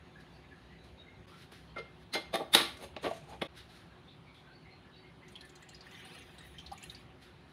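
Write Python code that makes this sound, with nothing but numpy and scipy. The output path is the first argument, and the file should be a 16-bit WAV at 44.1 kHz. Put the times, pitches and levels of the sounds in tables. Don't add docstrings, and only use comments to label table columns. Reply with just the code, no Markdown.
import sys
import numpy as np
from scipy import signal
from scipy.fft import rfft, irfft, next_fast_len
from scipy.io import wavfile
from scipy.ndimage import uniform_filter1d, map_coordinates

SR = 44100
rng = np.random.default_rng(int(sys.argv[2]) if len(sys.argv) > 2 else 0)


def waveform_to_disk(signal):
    frames = np.transpose(np.atleast_2d(signal))
    scaled = np.clip(frames, -1, 1) * 32767
    samples = np.round(scaled).astype(np.int16)
    wavfile.write(sys.argv[1], SR, samples)


N = 332028

# (time [s], crack [dB], treble [dB], pan [dB], clamp [dB],
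# favoured mode [Hz], its level [dB], rise time constant [s], decay by 60 dB [s])
CONTACTS = [(1.521, -62, -62, -62, -81, 1161, -62, .0005, .061),
            (1.763, -55, -75, -51, -70, 1340, -40, .001, .09),
            (1.772, -64, -85, -80, -76, 2110, -36, .005, .03),
            (1.785, -44, -70, -73, -57, 455, -38, .006, .07),
            (2.14, -38, -45, -56.5, -39, 2110, -32, .0045, .083),
            (2.155, -35.5, -52.5, -42, -52, 3390, -41, .0059, .11),
            (2.342, -38.5, -49, -38, -47, 3560, -32, .0052, .1),
            (2.357, -29, -38.5, -40, -71, 787, -42, .0042, .018),
            (2.409, -55, -65, -44, -79, 346, -50, .015, .11),
            (2.538, -31, -31, -58, -54.5, 3600, -24, .0045, .12),
            (2.55, -15.5, -20, -28, -32, 3720, -11, .002, .024),
            (2.57, -29.5, -41, -44.5, -40, 1161, -35.5, .008, .33),
            (2.838, -51, -58.5, -55, -67, 6435, -66, .031, .13),
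            (2.965, -37, -68, -44, -62, 3700, -44, .00053, .031),
            (3.046, -37.5, -57, -44, -57, 1161, -38, .007, .09),
            (3.064, -38.5, -57.5, -39, -69, 1161, -35, .0043, .087),
            (3.112, -60.5, -80, -50, -70, 642, -29, .0005, .043),
            (3.334, -57.5, -77.5, -61, -74, 787, -48, .04, .12),
            (3.419, -30.5, -51, -39, -70, 3390, -36, .002, .045)]
# (frequency [Hz], width [Hz], level [dB])
PAN_MODES = [(260, 120, 1), (346, 50, 0.5), (455, 29, 2.5), (599.4, 140, 4), (642, 72, 0.5), (787, 140, 2),
             (1150, 13, -2)]
# (frequency [Hz], width [Hz], level [dB])
CLAMP_MODES = [(1340, 40, -8), (2110, 9, -1), (3040, 70, -4), (3390, 45, -3), (3600, 150, -8),
               (3720, 450, -6), (4110, 17, 2.5), (4700, 90, -3), (5070, 60, -6), (5410, 39, -10),
               (6435, 40, -9), (8200, 38, -18.5), (9100, 98, -13), (10900, 40, -21)]
# (frequency [Hz], density [dB])
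CRACK_SPECTRUM = [(60, -43), (130, 0.5), (250, -1.5), (600, -4.5), (1200, 1.5), (2200, 2.5), (3700, -1),
                  (4700, -11.5), (6000, -23), (9000, -73)]
# (frequency [Hz], density [dB])
TREBLE_SPECTRUM = [(2650, -21), (4500, -4), (4840, -10), (7070, -16), (10500, -2), (13300, -16),
                   (15200, -14), (15600, -22.5)]
# (time [s], peak [dB], swell by 20 dB [s], fade by 20 dB [s])
RIM_JERKS = [(2.772, -65, .014, .033), (2.845, -66.5, .058, .045), (3.03, -60.5, .02, .17),
             (3.165, -67, .08, .055), (3.3, -70, .07, .09), (3.44, -74, .09, .3)]
# (frequency [Hz], width [Hz], level [dB])
JAW_MODES = [(4900, 68, -8), (5170, 48, -15), (5770, 53, -2.5), (6170, 44.8, 2), (6600, 59, 4),
             (7220, 60.3, 1), (7550, 39.8, -5), (8250, 120, -2.5), (8700, 50, -12), (9100, 120, 4),
             (9800, 31, -6), (10800, 110, -20.5), (11600, 110, -7), (12600, 100, -10)]
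# (time [s], peak [dB], swell by 20 dB [s], fade by 20 dB [s])
HAND_BRUSHES = [(.206, -63.5, .014, .04), (.342, -72.5, .3, .2), (.6, -76, .4, .4), (.842, -64, .01, .12),
                (1.282, -63, .022, .2), (1.426, -58, .1, .065), (1.52, -57, .008, .2),
                (2.03, -67, .11, .03), (3.578, -51.5, .03, .08), (3.7, -64, .02, .3),
                (3.766, -64, .1, .095), (4.346, -65.5, .01, .17), (7.226, -58.5, .027, .135),
                (7.5, -71, .04, .3)]
# (frequency [Hz], density [dB])
FRICTION_SPECTRUM = [(590, -44), (1000, -26), (1330, -7), (1490, -5.5), (1620, -4), (2780, -9),
                     (3880, -4.5), (7720, -24.5), (9940, -17.5), (15600, -35)]
# (time [s], level at the tap [dB], bubble pitch [Hz], pitch rise [share])
TAP_DRIPS = [(.09, -61, 3510, .03), (0.148, -44.5, 1616, 0.14), (.29, -60, 3420, 0.042),
             (0.323, -56, 4370, 0.19), (0.507, -45.5, 1654, 0.12), (0.616, -60, 3790, 0.025),
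             (.69, -50.5, 1955, 0.084), (0.779, -54.5, 3920, 0.023), (.975, -45, 3755, 0.022),
             (1.06, -47, 2096, 0.055), (1.238, -52, 1090, 0.061), (1.298, -47, 1340, 0.037),
             (1.67, -55, 3090, 0.087), (1.67, -57.5, 4150, 0.11), (3.58, -52.5, 3530, 0.49),
             (3.891, -53, 1599, .05), (4.07, -47.5, 3370, 0.32), (4.265, -50.5, 2220, 0.082),
             (4.341, -50, 3230, 0.3), (4.465, -48, 1486, 0.094), (4.469, -59.5, 4160, 0.035),
             (4.525, -52.5, 4410, 0.058), (4.645, -47.5, 2020, 0.17), (4.7, -51.5, 4140, .05),
             (4.84, -53, 1690, .06), (4.92, -50.5, 3840, 0.032), (4.955, -52.5, 4420, 0.061),
             (5.025, -49.5, 2085, .08), (5.22, -48.5, 1980, 0.14), (5.404, -47, 1708, .1),
             (5.599, -52, 1800, 0.085), (5.69, -53, 2760, .04), (5.699, -53, 4220, 0.045),
             (6.384, -46.5, 1842, .05), (6.388, -49, 3760, 0.053)]
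DRIP_FAR_DB = -22.5
# (time [s], level [dB])
STREAM_FLOW = [(5.2, -84), (5.3, -76), (5.78, -75), (5.93, -65), (6.18, -61), (6.26, -69), (6.5, -71),
               (6.62, -69), (6.7, -73), (6.85, -67), (7.03, -71), (7.15, -105)]
FULL_DB, SPRAY_DB = -60, -64
HISS_DB, SPRAY_GROWS = 1.2, 1.1
# (frequency [Hz], density [dB])
HISS_SPECTRUM = [(290, -7), (500, 22), (578, -2), (782, 27), (963, -12.5), (1290, 5.5), (3680, 18.5),
                 (5240, -53.5), (6000, -52), (7800, -48), (13200, -120)]
# (frequency [Hz], density [dB])
SPRAY_SPECTRUM = [(2600, -30), (4500, -20), (6200, -5), (7800, -13), (9800, 2), (11500, -8), (13500, -9),
                  (15600, -12)]
# (time [s], bubble [dB], bubble pitch [Hz], splash [dB], splash pitch [Hz])
PAN_PLOPS = [(5.28, -58, 2030, -69, 6240), (5.319, -72, 1940, -72, 8800), (5.355, -39.5, 3230, -72, 10100),
             (5.408, -45, 4040, -70, 10200), (5.448, -65, 1780, -69.5, 9400), (5.492, -60, 1660, -68, 6790),
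             (5.553, -57.5, 1970, -64, 6700), (5.623, -54, 1940, -68, 7270), (5.688, -56, 2940, -63, 7200),
             (5.732, -54, 1830, -76, 9770), (5.745, -48.5, 4860, -71, 5580), (5.807, -45, 4590, -77, 5380),
             (5.867, -47, 1800, -77, 9100), (5.909, -51, 2600, -70, 6250), (5.948, -48.5, 3530, -78, 9180),
             (5.999, -50.5, 1850, -77, 6170), (6.048, -53.5, 1540, -67.5, 9110),
             (6.147, -52.5, 1280, -67, 9950), (6.185, -55, 2500, -66, 9800),
             (6.219, -56.5, 2260, -70.5, 6080), (6.382, -48.5, 3760, -65, 8400),
             (6.409, -67, 1820, -75, 7250), (6.463, -68, 1790, -74, 14100), (6.583, -41, 3090, -64, 5670),
             (6.597, -45, 3070, -70, 5980), (6.662, -41.5, 4000, -71, 5600), (6.716, -38, 774, -61, 4400),
             (6.728, -45, 1150, -64, 10500), (6.776, -49.5, 2290, -64, 6700), (6.826, -50, 2570, -59, 7200),
             (6.836, -44.5, 2720, -58, 10300), (6.897, -40, 3790, -80, 6860), (6.947, -43, 4520, -79, 9400)]
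PLOP_T60_S = .048
FROTH_DB, MIST_DB = -2.5, 2.5
# (frequency [Hz], width [Hz], level [dB])
FLOOR_MODES = [(3250, 71, 0), (3900, 29, -10), (4150, 110, -3), (4860, 140, -8), (5570, 38, -18),
               (5860, 97, -17), (6380, 99, -16), (6770, 66, -14), (7050, 180, -15), (7870, 43, -20),
               (8480, 86, -17), (9050, 120, -18), (9430, 50, -21), (10100, 60, -19)]
FLOOR_DB, DAMPING_DB_PER_S = 14.7, 4.45
# (time [s], level [dB])
RUMBLE_LEVEL = [(0, -61), (1.2, -59.5), (1.3, -62.5), (3.4, -59), (3.6, -61.5), (5.5, -63.5), (7, -60),
                (7.53, -62.5)]
# (frequency [Hz], density [dB])
RUMBLE_SPECTRUM = [(15, -54.5), (30, -30.5), (48, -10), (64, 7.5), (85, 1.5), (125, 2), (250, -15),
                   (500, -12.5), (900, -19), (1800, -62.5)]
# (frequency [Hz], density [dB])
AIR_SPECTRUM = [(200, -40.5), (500, 1), (1000, 4), (2500, -1), (4000, -4), (5200, -16.5), (8000, -31),
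                (10000, -20), (12500, -36.5), (15600, -38)]
AIR_DB = -63.7
# (frequency [Hz], width [Hz], level [dB])
HOUSE_HUMS = [(160.3, 34, -65), (260, 21, -72), (362, 22, -70), (755.5, 27, -78)]
WHINE_HZ, WHINE_DB = 6540, -91.5
# (frequency [Hz], decay by 60 dB [s])
KITCHEN_DECAY = [(200, 0.28), (2000, .35), (6000, 0.35), (14000, 0.23)]
# (time [s], half length [s])
SILENCES = [(1.264, 0.0067), (3.477, 0.0099)]
TOP_HZ = 15700


def amp(db):
    return 10 ** (np.asarray(db) / 20)


def unit(x):
    return x / np.sqrt(np.mean(x ** 2) + 1e-20)


def along(points, hz):
    f, v = np.transpose(points)
    return np.interp(np.log(hz + 1), np.log(f + 1), v)


def level_curve(rows):
    s, db = np.transpose(rows)
    return amp(np.interp(np.arange(N) / SR, s, db, -150, -150))


def swells(rows):
    t = np.arange(0, N, 32) / SR
    gain = np.zeros(len(t))
    for s, db, rise, fall in rows:
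        gain += amp(db - 20 * np.maximum((s - t) / rise, (t - s) / fall))
    return np.interp(np.arange(N) / SR, t, gain)


def wobble(rate):
    at = np.arange(0, N, 16)
    knots = rng.standard_normal(int(N * rate / SR) + 4)
    return np.interp(np.arange(N), at, map_coordinates(knots, [at * rate / SR]))


def patchy(depth_db):
    z = signal.stft(rng.standard_normal(N), nperseg=512)[2]
    over_hz = uniform_filter1d(rng.standard_normal(z.shape), 6, 0)
    field = uniform_filter1d(over_hz, 8, 1)
    return unit(signal.istft(z * amp(depth_db * unit(field)), nperseg=512)[1][:N])


def filtered(x, response):
    m = next_fast_len(N + SR // 2)
    h = response(np.fft.rfftfreq(m, 1 / SR))
    gain = unit(np.abs(h)) * np.exp(1j * np.angle(h))
    return irfft(rfft(x, m) * gain, m)[:N]


def coloured(x, spectrum):
    return filtered(x, lambda hz: amp(along(spectrum, hz)))


def resonant(x, modes):
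    def response(f):
        total = 0
        for k, (c, w, db) in enumerate(modes):
            total = total + (-1) ** k * amp(db) * 1j * f * w / (c * c - f * f + 1j * f * w)
        return total
    return filtered(x, response)


def note(x, hz, width_hz):
    r = np.exp(-np.pi * width_hz / SR)
    edge = np.sqrt(1 - r * r)
    return signal.lfilter([edge, 0, -edge], [1, -2 * r * np.cos(2 * np.pi * hz / SR), r * r], x)


def struck(shape, modes):
    total = np.zeros(len(shape))
    for hz, width, db in modes:
        force = shape * rng.standard_normal(len(shape))
        near = note(force, hz, hz / 2)
        ring = unit(note(near, hz, width))
        total += amp(db + 1.2 * rng.standard_normal()) * ring
    return total * np.std(shape)


def bubble(hz, rise, t60, attack):
    t = np.arange(round(t60 * SR) + 2) / SR
    phase = 2 * np.pi * hz * (t + 1.5 * rise * t * t / t60)
    return np.sin(phase) * amp(-60 * t / t60) * (1 - np.exp(-t / attack))


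def tail(stretch):
    hz, t, z = signal.stft(rng.standard_normal(SR // 3), SR, nperseg=128)
    t60 = stretch * along(KITCHEN_DECAY, hz)[:, None]
    answer = signal.istft(z * amp(-60 * t / t60), SR, nperseg=128)[1]
    return answer / np.linalg.norm(answer)


def roomy(x, wet_db):
    return x + amp(wet_db) * signal.fftconvolve(x, np.pad(tail(stretch=1), (300, 0)))[:N]


def add(track, s, sound):
    part = track[round(s * SR):][:len(sound)]
    part += sound[:len(part)]


def house():
    rumble = level_curve(RUMBLE_LEVEL) * amp(wobble(20)) * coloured(patchy(depth_db=1.0), RUMBLE_SPECTRUM)
    air = amp(AIR_DB) * coloured(patchy(depth_db=2.5), AIR_SPECTRUM)
    hums = np.zeros(N)
    for hz, width, db in HOUSE_HUMS:
        hums += amp(db + 1.2 * wobble(4.8)) * note(rng.standard_normal(N), hz, width)
    before_first_silence = np.arange(N) < SILENCES[0][0] * SR
    whine = amp(WHINE_DB) * note(rng.standard_normal(N), WHINE_HZ, 120) * before_first_silence
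    return rumble + air + hums + whine


def tap():
    out = np.zeros(N)
    for s, db, hz, rise in TAP_DRIPS:
        echo = tail(stretch=0.98)
        echo *= 1 - np.exp(-np.arange(len(echo)) / SR / .012)
        drip = signal.fftconvolve(bubble(hz, rise, t60=0.064, attack=0.00017), echo)
        add(out, s, amp(db + DRIP_FAR_DB) * unit(drip))
    return out


def rustle():
    return swells(HAND_BRUSHES) * coloured(patchy(depth_db=1.2), FRICTION_SPECTRUM)


def clamp():
    force, rings = np.zeros((2, N)), np.zeros(N)
    t = np.arange(-SR // 10, SR // 3) / SR
    for s, crack_db, treble_db, pan_db, clamp_db, hz, note_db, rise, t60 in CONTACTS:
        shape = np.exp(np.minimum(t, 0) / rise) * amp(-60 * np.maximum(t, 0) / t60)
        for bus, db in zip(force, [crack_db, treble_db]):
            add(bus, s + t[0], amp(db) * shape * rng.standard_normal(len(t)))
        mode_hz, width_hz, _ = min(PAN_MODES + CLAMP_MODES, key=lambda mode: abs(mode[0] - hz))
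        pan_ring = amp(pan_db) * struck(shape, PAN_MODES)
        clamp_ring = amp(clamp_db) * struck(shape, CLAMP_MODES)
        favoured = struck(shape, [(mode_hz, width_hz, note_db)])
        add(rings, s + t[0], pan_ring + clamp_ring + favoured)
    force *= unit(amp(2.0 * wobble(160)))
    return coloured(force[0], CRACK_SPECTRUM) + coloured(force[1], TREBLE_SPECTRUM) + rings


def slide():
    roughness = unit(amp(3 * wobble(120)))
    rough = swells(RIM_JERKS) * roughness * rng.standard_normal((2, N))
    return amp(5.5) * coloured(rough[0], FRICTION_SPECTRUM) + resonant(rough[1], JAW_MODES)


def bubble_crowd():
    crowd = np.zeros(N)
    start, end = STREAM_FLOW[0][0], STREAM_FLOW[-1][0]
    z, size = rng.standard_normal((2, 2000, 1))
    hz = np.clip(2800 * np.exp(0.53 * z), 600, 12000)
    small = amp(3.5 * size) * bubble(hz, 0.024, t60=0.045, attack=.004)
    for u, sound in zip(rng.random(len(small)), small):
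        add(crowd, start + (end - start) * u, sound)
    crowd = signal.fftconvolve(crowd, tail(stretch=0.19))[:N]
    return unit(filtered(crowd, lambda hz: 1 / (1 + (hz / 4800) ** 4) + 0.12))


def plops():
    out, mist, floor = np.zeros((3, N))
    t = np.arange(SR // 8) / SR
    envelope = amp(-60 * t / PLOP_T60_S) * (1 - np.exp(-t / 0.0035))
    for s, db, hz, splash_db, splash_hz in PAN_PLOPS:
        burst = envelope * rng.standard_normal((4, len(t)))
        add(out, s, amp(db) * bubble(hz, 0.062, PLOP_T60_S, attack=0.00073))
        froth = signal.lfilter(*signal.iirpeak(hz, 1.8, SR), note(burst[0], hz, 0.15 * hz))
        add(out, s, amp(db + FROTH_DB) * froth)
        add(out, s, amp(splash_db) * note(note(burst[1], splash_hz, 1500), splash_hz, 1500))
        droplet = bubble(splash_hz, 0.035, PLOP_T60_S, attack=.002)
        add(out, s, amp(splash_db) * droplet)
        add(mist, s, amp(splash_db + MIST_DB) * burst[2])
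        floor_db = splash_db + FLOOR_DB - DAMPING_DB_PER_S * (s - STREAM_FLOW[0][0])
        add(floor, s, amp(floor_db) * burst[3])
    return out + coloured(mist, SPRAY_SPECTRUM) + resonant(floor, FLOOR_MODES)


def pour():
    flow = level_curve(STREAM_FLOW)
    hiss = amp(HISS_DB) * flow * coloured(patchy(depth_db=2.5), HISS_SPECTRUM)
    spray_level = amp(SPRAY_DB) * (flow / amp(FULL_DB)) ** SPRAY_GROWS
    spatter = amp(4.3 * wobble(28))
    spray = spray_level * unit(spatter * coloured(patchy(depth_db=3), SPRAY_SPECTRUM))
    return hiss + spray + flow * bubble_crowd() + plops()


def scene():
    before_second_silence = np.arange(N) < SILENCES[1][0] * SR
    handle = roomy(clamp() + slide(), wet_db=-9) * before_second_silence
    water = roomy(pour(), wet_db=-12)
    return (house() + tap() + rustle() + handle + water)[None]


def record(dry):
    t = np.arange(N) / SR
    fades = np.prod([np.clip(np.abs(t - s) / half, 0, 1) for s, half in SILENCES], axis=0)
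    top = .66
    rounded = dry / (1 + np.abs(dry / top) ** 4) ** (1 / 4)
    m = next_fast_len(N + SR // 2)
    passed = np.fft.rfftfreq(m, 1 / SR) < TOP_HZ
    return irfft(rfft(rounded * fades, m) * passed, m)[:, :N]


dry = scene()
out = record(dry)
waveform_to_disk(out)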